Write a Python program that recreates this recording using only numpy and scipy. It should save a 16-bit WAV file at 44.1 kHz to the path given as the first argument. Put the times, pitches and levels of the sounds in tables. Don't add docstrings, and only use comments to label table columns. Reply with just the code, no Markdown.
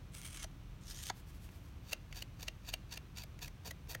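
import sys
import numpy as np
from scipy import signal
from scipy.fft import rfft, irfft, next_fast_len
from scipy.io import wavfile
from scipy.ndimage import map_coordinates

SR = 44100
rng = np.random.default_rng(int(sys.argv[2]) if len(sys.argv) > 2 else 0)


def put_to_file(sound):
    columns = np.atleast_2d(sound).T
    safe = np.clip(columns, -1, 1)
    whole_steps = np.round(safe * 32767)
    wavfile.write(sys.argv[1], SR, whole_steps.astype(np.int16))


N = 176400

# (time [s], rasp [dB], treble shelf [dB], ring [Hz], ring [dB],
# knock [Hz], knock [dB], knock's initial pitch excess [fraction])
FLICK_OFFS = [(.4445, -46, -7, 5900, -43, 586, -44, 0.38), (1.1012, -35, -18, 1460, -39, 686, -31, 0.34),
              (1.9326, -34, -0.5, 2720, -32, 564, -39.5, 0.29),
              (2.2250, -41.5, -1, 2864, -36.5, 610, -63, 0.27),
              (2.4843, -37.5, -7, 2746, -32.5, 550, -47, 0.36),
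              (2.7403, -36, 1.5, 2800, -31, 575, -48, 0.24),
              (2.9760, -43, -3.5, 2750, -40.5, 585, -57, 0.34), (3.2382, -50, 6, 2350, -50.5, 576, -52, .3),
              (3.4815, -50, 3.5, 2050, -50.5, 580, -59, 0.24),
              (3.7120, -45, 4.5, 1990, -42, 550, -46.5, 0.25),
              (3.9512, -44, 5.5, 1880, -35, 507, -44, 0.22)]
TREBLE_SHELF_HZ = 8600


def long_strokes():
    # (time [s], level [dB], blade resonance [Hz], treble shelf [dB])
    path_a = [(.11, -77, 7800, 0), (.148, -55.5, 7660, 6), (.185, -54, 8500, 8), (.21, -62.5, 8800, 2),
              (.262, -49.5, 8800, 5), (.295, -57.5, 8600, 3), (.372, -51, 8100, -2), (.385, -56, 6200, -4),
              (.443, -47.5, 6100, -5), (.458, -75, 6000, 0)]
    path_b = [(.81, -71.5, 7450, -2), (.86, -63.5, 5930, 2), (.912, -48.5, 5130, 1), (.94, -59, 5540, 4),
              (.975, -51, 6700, -3), (1.035, -51, 7260, 3), (1.066, -52, 6000, 1), (1.098, -52, 6900, 0),
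              (1.112, -70, 7040, 0)]
    # (frequency [Hz], level [dB])
    colour_a = [(410, -43), (700, -16), (1060, -14), (1160, -5), (1900, -9), (2190, -0.5), (2630, -7),
                (3150, -1.5), (3970, -8), (4640, -9.5), (5500, -7.5), (6260, -4.5), (7120, -10.5),
                (9720, -5), (10800, -13), (11700, -14.5), (15500, -20)]
    colour_b = [(410, -58), (700, -18), (895, -21), (955, -23), (1190, -8), (1300, -13.5), (1800, -5),
                (2160, -11), (3150, -3), (3730, -3), (4030, -6), (6500, -3), (7900, -10), (8540, -4),
                (10500, -15), (12100, -10), (15500, -20)]
    # (time [s], level [dB])
    catches = [(0.151, -44.5), (.217, -45), (.251, -48), (0.264, -49), (0.274, -54), (0.373, -40.5),
               (.431, -40), (.910, -44), (1.038, -39), (1.069, -40), (1.089, -42)]
    t, out = clock(), np.zeros(N)
    for path, colour in ((path_a, colour_a), (path_b, colour_b)):
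        times, db, blade_hz, treble_db = np.transpose(path)
        rasp = coloured(grit(ticks_per_s=5500, spread_db=3, clump_db=3, clumps_per_s=300, hiss=.76), colour)
        blade = resonance(rasp, np.interp(t, times, blade_hz), width_hz=520)
        rasp = unit(rasp + amp(-10.5) * blade)
        rasp = shelved(rasp, np.interp(t, times, treble_db), 11200, "high")
        out += rasp * amp(np.interp(t, times, db, left=-150, right=-150))
    snaps = sum(amp(db) * bell(at_s, width_s=.00072) for at_s, db in catches)
    return out + snaps * noise(colour_b)


def quick_strokes():
    # (deepest bite [s], level [dB], rise [dB/s], easing [dB/s], treble shelf [dB], body shelf [dB])
    bites = [(1.926, -49, 258, 294, -1, -2), (2.172, -47.5, 400, 388, -1, -3),
             (2.429, -48.5, 528, 476, 1, 3.5), (2.694, -44.5, 489, 850, -3.5, -2),
             (2.926, -42.5, 948, 400, -4, -4), (3.177, -45, 1003, 256, -5.5, -4),
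             (3.431, -43, 996, 406, -0.5, -1), (3.666, -44, 1050, 456, 1, 9),
             (3.904, -45.5, 1150, 334, 4, 7.5)]
    # (frequency [Hz], level [dB])
    colour = [(260, -32), (450, -5.5), (596, -14), (712, -1.5), (826, -14.5), (944, -2.5), (1210, -16),
              (1430, -10.5), (1840, -3.5), (2070, -17.5), (2510, -0.5), (3180, -9), (3690, -1.5),
              (4150, -8.5), (4600, 3), (5030, -11.5), (5500, -4.5), (6660, -5.5), (7730, -13), (9510, -14),
              (10400, -17), (14000, -9), (15500, -14.5)]
    t, force = clock(), np.zeros(N)
    for bite_s, db, rise, ease, _, _ in bites:
        end_s = min(flick[0] for flick in FLICK_OFFS if flick[0] > bite_s - .02)
        contact = np.clip((end_s - t) / .004, 0, 1)
        force += contact * amp(db - rise * np.maximum(bite_s - t, 0) - ease * np.maximum(t - bite_s, 0))
    times, *_, treble_db, body_db = np.transpose(bites)
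    rasp = coloured(grit(ticks_per_s=5000, spread_db=1.5, clump_db=4, clumps_per_s=280, hiss=.51), colour)
    rasp = shelved(rasp, np.interp(t, times, treble_db), TREBLE_SHELF_HZ, "high")
    return force * shelved(rasp, np.interp(t, times, body_db), 900, "low")


def flicks():
    # (frequency [Hz], level [dB])
    rasp_colour = [(150, -15), (450, -5), (1000, -6.5), (1500, -3), (2100, 2.5), (3300, -2.5), (3900, -2),
                   (4550, 2.5), (5200, -4.5), (5900, -2), (6600, 0.5), (7400, -9.5), (8600, -7),
                   (11000, -12.5), (13000, -9.5), (15500, -7.5)]
    thud_colour = [(120, -9), (300, -7), (520, 0.5), (900, -5), (1400, 1.5), (2200, -1), (3500, -29),
                   (8000, -50)]
    ring_t60_s, knock_lag_s = .016, .00307
    t = clock()
    rasp_gain, thud_gain, tones = np.zeros((3, N))
    for at_s, rasp_db, _, ring_hz, ring_db, knock_hz, knock_db, fall in FLICK_OFFS:
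        run_up = amp(-14) * bell(at_s, width_s=.01) * (t < at_s)
        rasp_gain += amp(rasp_db) * (bell(at_s, width_s=.002) + run_up)
        fundamental = ring(at_s, ring_hz, ring_t60_s)
        overtone = amp(-12) * ring(at_s, 1.65 * ring_hz, ring_t60_s / 2)
        tones += amp(ring_db) * (fundamental + overtone)
        tones += amp(knock_db) * ring(at_s + knock_lag_s, knock_hz, t60_s=.017, fall=fall)
        thud_gain += amp(knock_db - 10) * bell(at_s + knock_lag_s, width_s=.0017)
    times, _, treble_db, *_ = np.transpose(FLICK_OFFS)
    rasp = shelved(noise(rasp_colour), np.interp(t, times, treble_db), TREBLE_SHELF_HZ, "high")
    return tones + rasp_gain * rasp + thud_gain * noise(thud_colour)


def grit(ticks_per_s, spread_db, clump_db, clumps_per_s, hiss):
    ticks = (rng.random(N) < ticks_per_s / SR) * rng.choice([-1, 1], N)
    sizes = amp(spread_db * np.minimum(rng.exponential(size=N), 4))
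    friction = hiss * rng.standard_normal(N)
    clumps = amp(clump_db * np.clip(wobble(clumps_per_s), -2, 2))
    return unit((unit(ticks * sizes) + friction) * clumps)


def ring(at_s, hz, t60_s, fall=0):
    swell_s, fall_s = .0018, .0027
    waver_rad, knots_per_s = .49, 900
    t = clock() - at_s
    near = np.abs(t) < .06
    t = t[near]
    swell = np.exp(-.5 * np.clip(-t / swell_s, 0, 10) ** 2)
    decay = amp(-60 * np.maximum(t / t60_s, 0))
    cycles = hz * (t + fall * fall_s * np.tanh(t / fall_s + 1)) + rng.random()
    waver = map_coordinates(rng.standard_normal(256), [(t - t[0]) * knots_per_s], mode="mirror")
    out = np.zeros(N)
    out[near] = swell * decay * np.sin(2 * np.pi * cycles + waver_rad * waver)
    return out


def touches():
    # (time [s], level [dB], treble shelf [dB])
    contacts = [(1.491, -50, -19), (2.1278, -43, -5), (2.398, -53.5, 0), (2.649, -61, 0), (3.392, -51, 1),
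                (3.875, -55, -8)]
    # (frequency [Hz], level [dB])
    colour = [(200, -6), (550, -2), (1100, -4.5), (1700, -5.5), (2700, 5.5), (3500, -10), (6500, -1.5),
              (8000, -15), (15500, -17)]
    times, _, treble_db = np.transpose(contacts)
    tick = shelved(noise(colour), np.interp(clock(), times, treble_db), 3700, "high")
    return tick * sum(amp(db) * bell(at_s, width_s=.0014) for at_s, db, _ in contacts)


def rib_swap():
    # (time [s], level [dB], half width [s])
    slides = [(1.181, -63, 0.022), (1.29, -65.5, 0.016), (1.355, -65.5, 0.021), (1.445, -64, 0.027),
              (1.548, -68.5, 0.034), (1.667, -70.5, 0.035)]
    # (frequency [Hz], level [dB])
    colour = [(300, -20), (1500, -2), (4500, -1.5), (7000, -3), (10000, -5.5), (12500, -2.5), (15500, -6)]
    rub = coloured(grit(ticks_per_s=2500, spread_db=4, clump_db=1, clumps_per_s=79, hiss=1), colour)
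    return rub * sum(amp(db) * bell(at_s, width_s) for at_s, db, width_s in slides)


def room(x):
    early_t60_s, tail_t60_s, early_db, tail_db = .05, .31, -18.5, -27
    t = np.arange(SR // 2) / SR
    lowpass = signal.butter(1, 5000, fs=SR, output="sos")
    early, tail = signal.sosfilt(lowpass, rng.standard_normal((2, len(t)))) * (t > .002)
    early *= amp(-60 * t / early_t60_s)
    tail *= amp(-60 * t / tail_t60_s)
    response = amp(early_db) * early / np.linalg.norm(early) + amp(tail_db) * tail / np.linalg.norm(tail)
    return x + signal.fftconvolve(x, response)[:N]


def ventilation():
    # (frequency [Hz], level [dB])
    air_colour = [(13, -24), (22, -5.5), (59, 0), (121, -1.5), (182, -7.5), (227, -16), (306, -15),
                  (403, -23), (545, -24.5), (823, -27), (1180, -27), (1930, -31.5), (2400, -29.5),
                  (2990, -32), (4270, -36), (4900, -39.5), (6100, -37.5), (6990, -43), (9200, -45),
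                  (10600, -47), (15500, -44.5)]
    drones = [(40.5, -57.5), (73, -61.5)]
    hum = np.zeros(N)
    for hz, db in drones:
        phase = 2 * np.pi * hz * clock()
        hum += amp(db) * unit(wobble(9) * np.sin(phase) + wobble(9) * np.cos(phase))
    return hum + amp(-52.5) * noise(air_colour)


def amp(db):
    return 10 ** (np.asarray(db) / 20)


def unit(x):
    return x / np.sqrt(np.mean(x ** 2) + 1e-20)


def clock():
    return np.arange(N) / SR


def wobble(knots_per_s):
    return map_coordinates(rng.standard_normal(8192), [clock() * knots_per_s], mode="mirror")


def bell(at_s, width_s):
    return np.exp(-.5 * np.minimum(((clock() - at_s) / width_s) ** 2, 200))


def coloured(x, colour):
    size = 2 * next_fast_len(N // 2 + 4096)
    hz, db = np.transpose(colour)
    shape_db = np.interp(np.log(np.fft.rfftfreq(size, 1 / SR) + 1), np.log(hz + 1), db)
    cepstrum = irfft(np.log(np.maximum(amp(shape_db), 1e-6)), size)
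    cepstrum[1:size // 2] *= 2
    cepstrum[size // 2 + 1:] = 0
    return unit(irfft(rfft(x, size) * np.exp(rfft(cepstrum)), size)[:N])


def noise(colour):
    return coloured(rng.standard_normal(N), colour)


def shelved(x, db, hz, kind):
    band = signal.sosfiltfilt(signal.butter(2, hz, kind, fs=SR, output="sos"), x)
    return x + (amp(db) - 1) * band


def resonance(x, hz, width_hz):
    carrier = np.exp(2j * np.pi * np.cumsum(hz) / SR)
    pole = np.exp(-np.pi * width_hz / SR)
    return unit((signal.lfilter([1], [1, -pole], x / carrier) * carrier).real)


def scene():
    handwork = long_strokes() + quick_strokes() + flicks() + touches() + rib_swap()
    return (room(handwork) + ventilation())[None]


def record(dry):
    low_cut_hz, top_hz = 35, 16000
    size = next_fast_len(N + 8192)
    hz = np.fft.rfftfreq(size, 1 / SR)
    gain = (hz < top_hz) / np.sqrt(1 + (low_cut_hz / (hz + 1)) ** 14)
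    return irfft(rfft(dry, size) * gain, size)[..., :N]


dry = scene()
out = record(dry)
put_to_file(out)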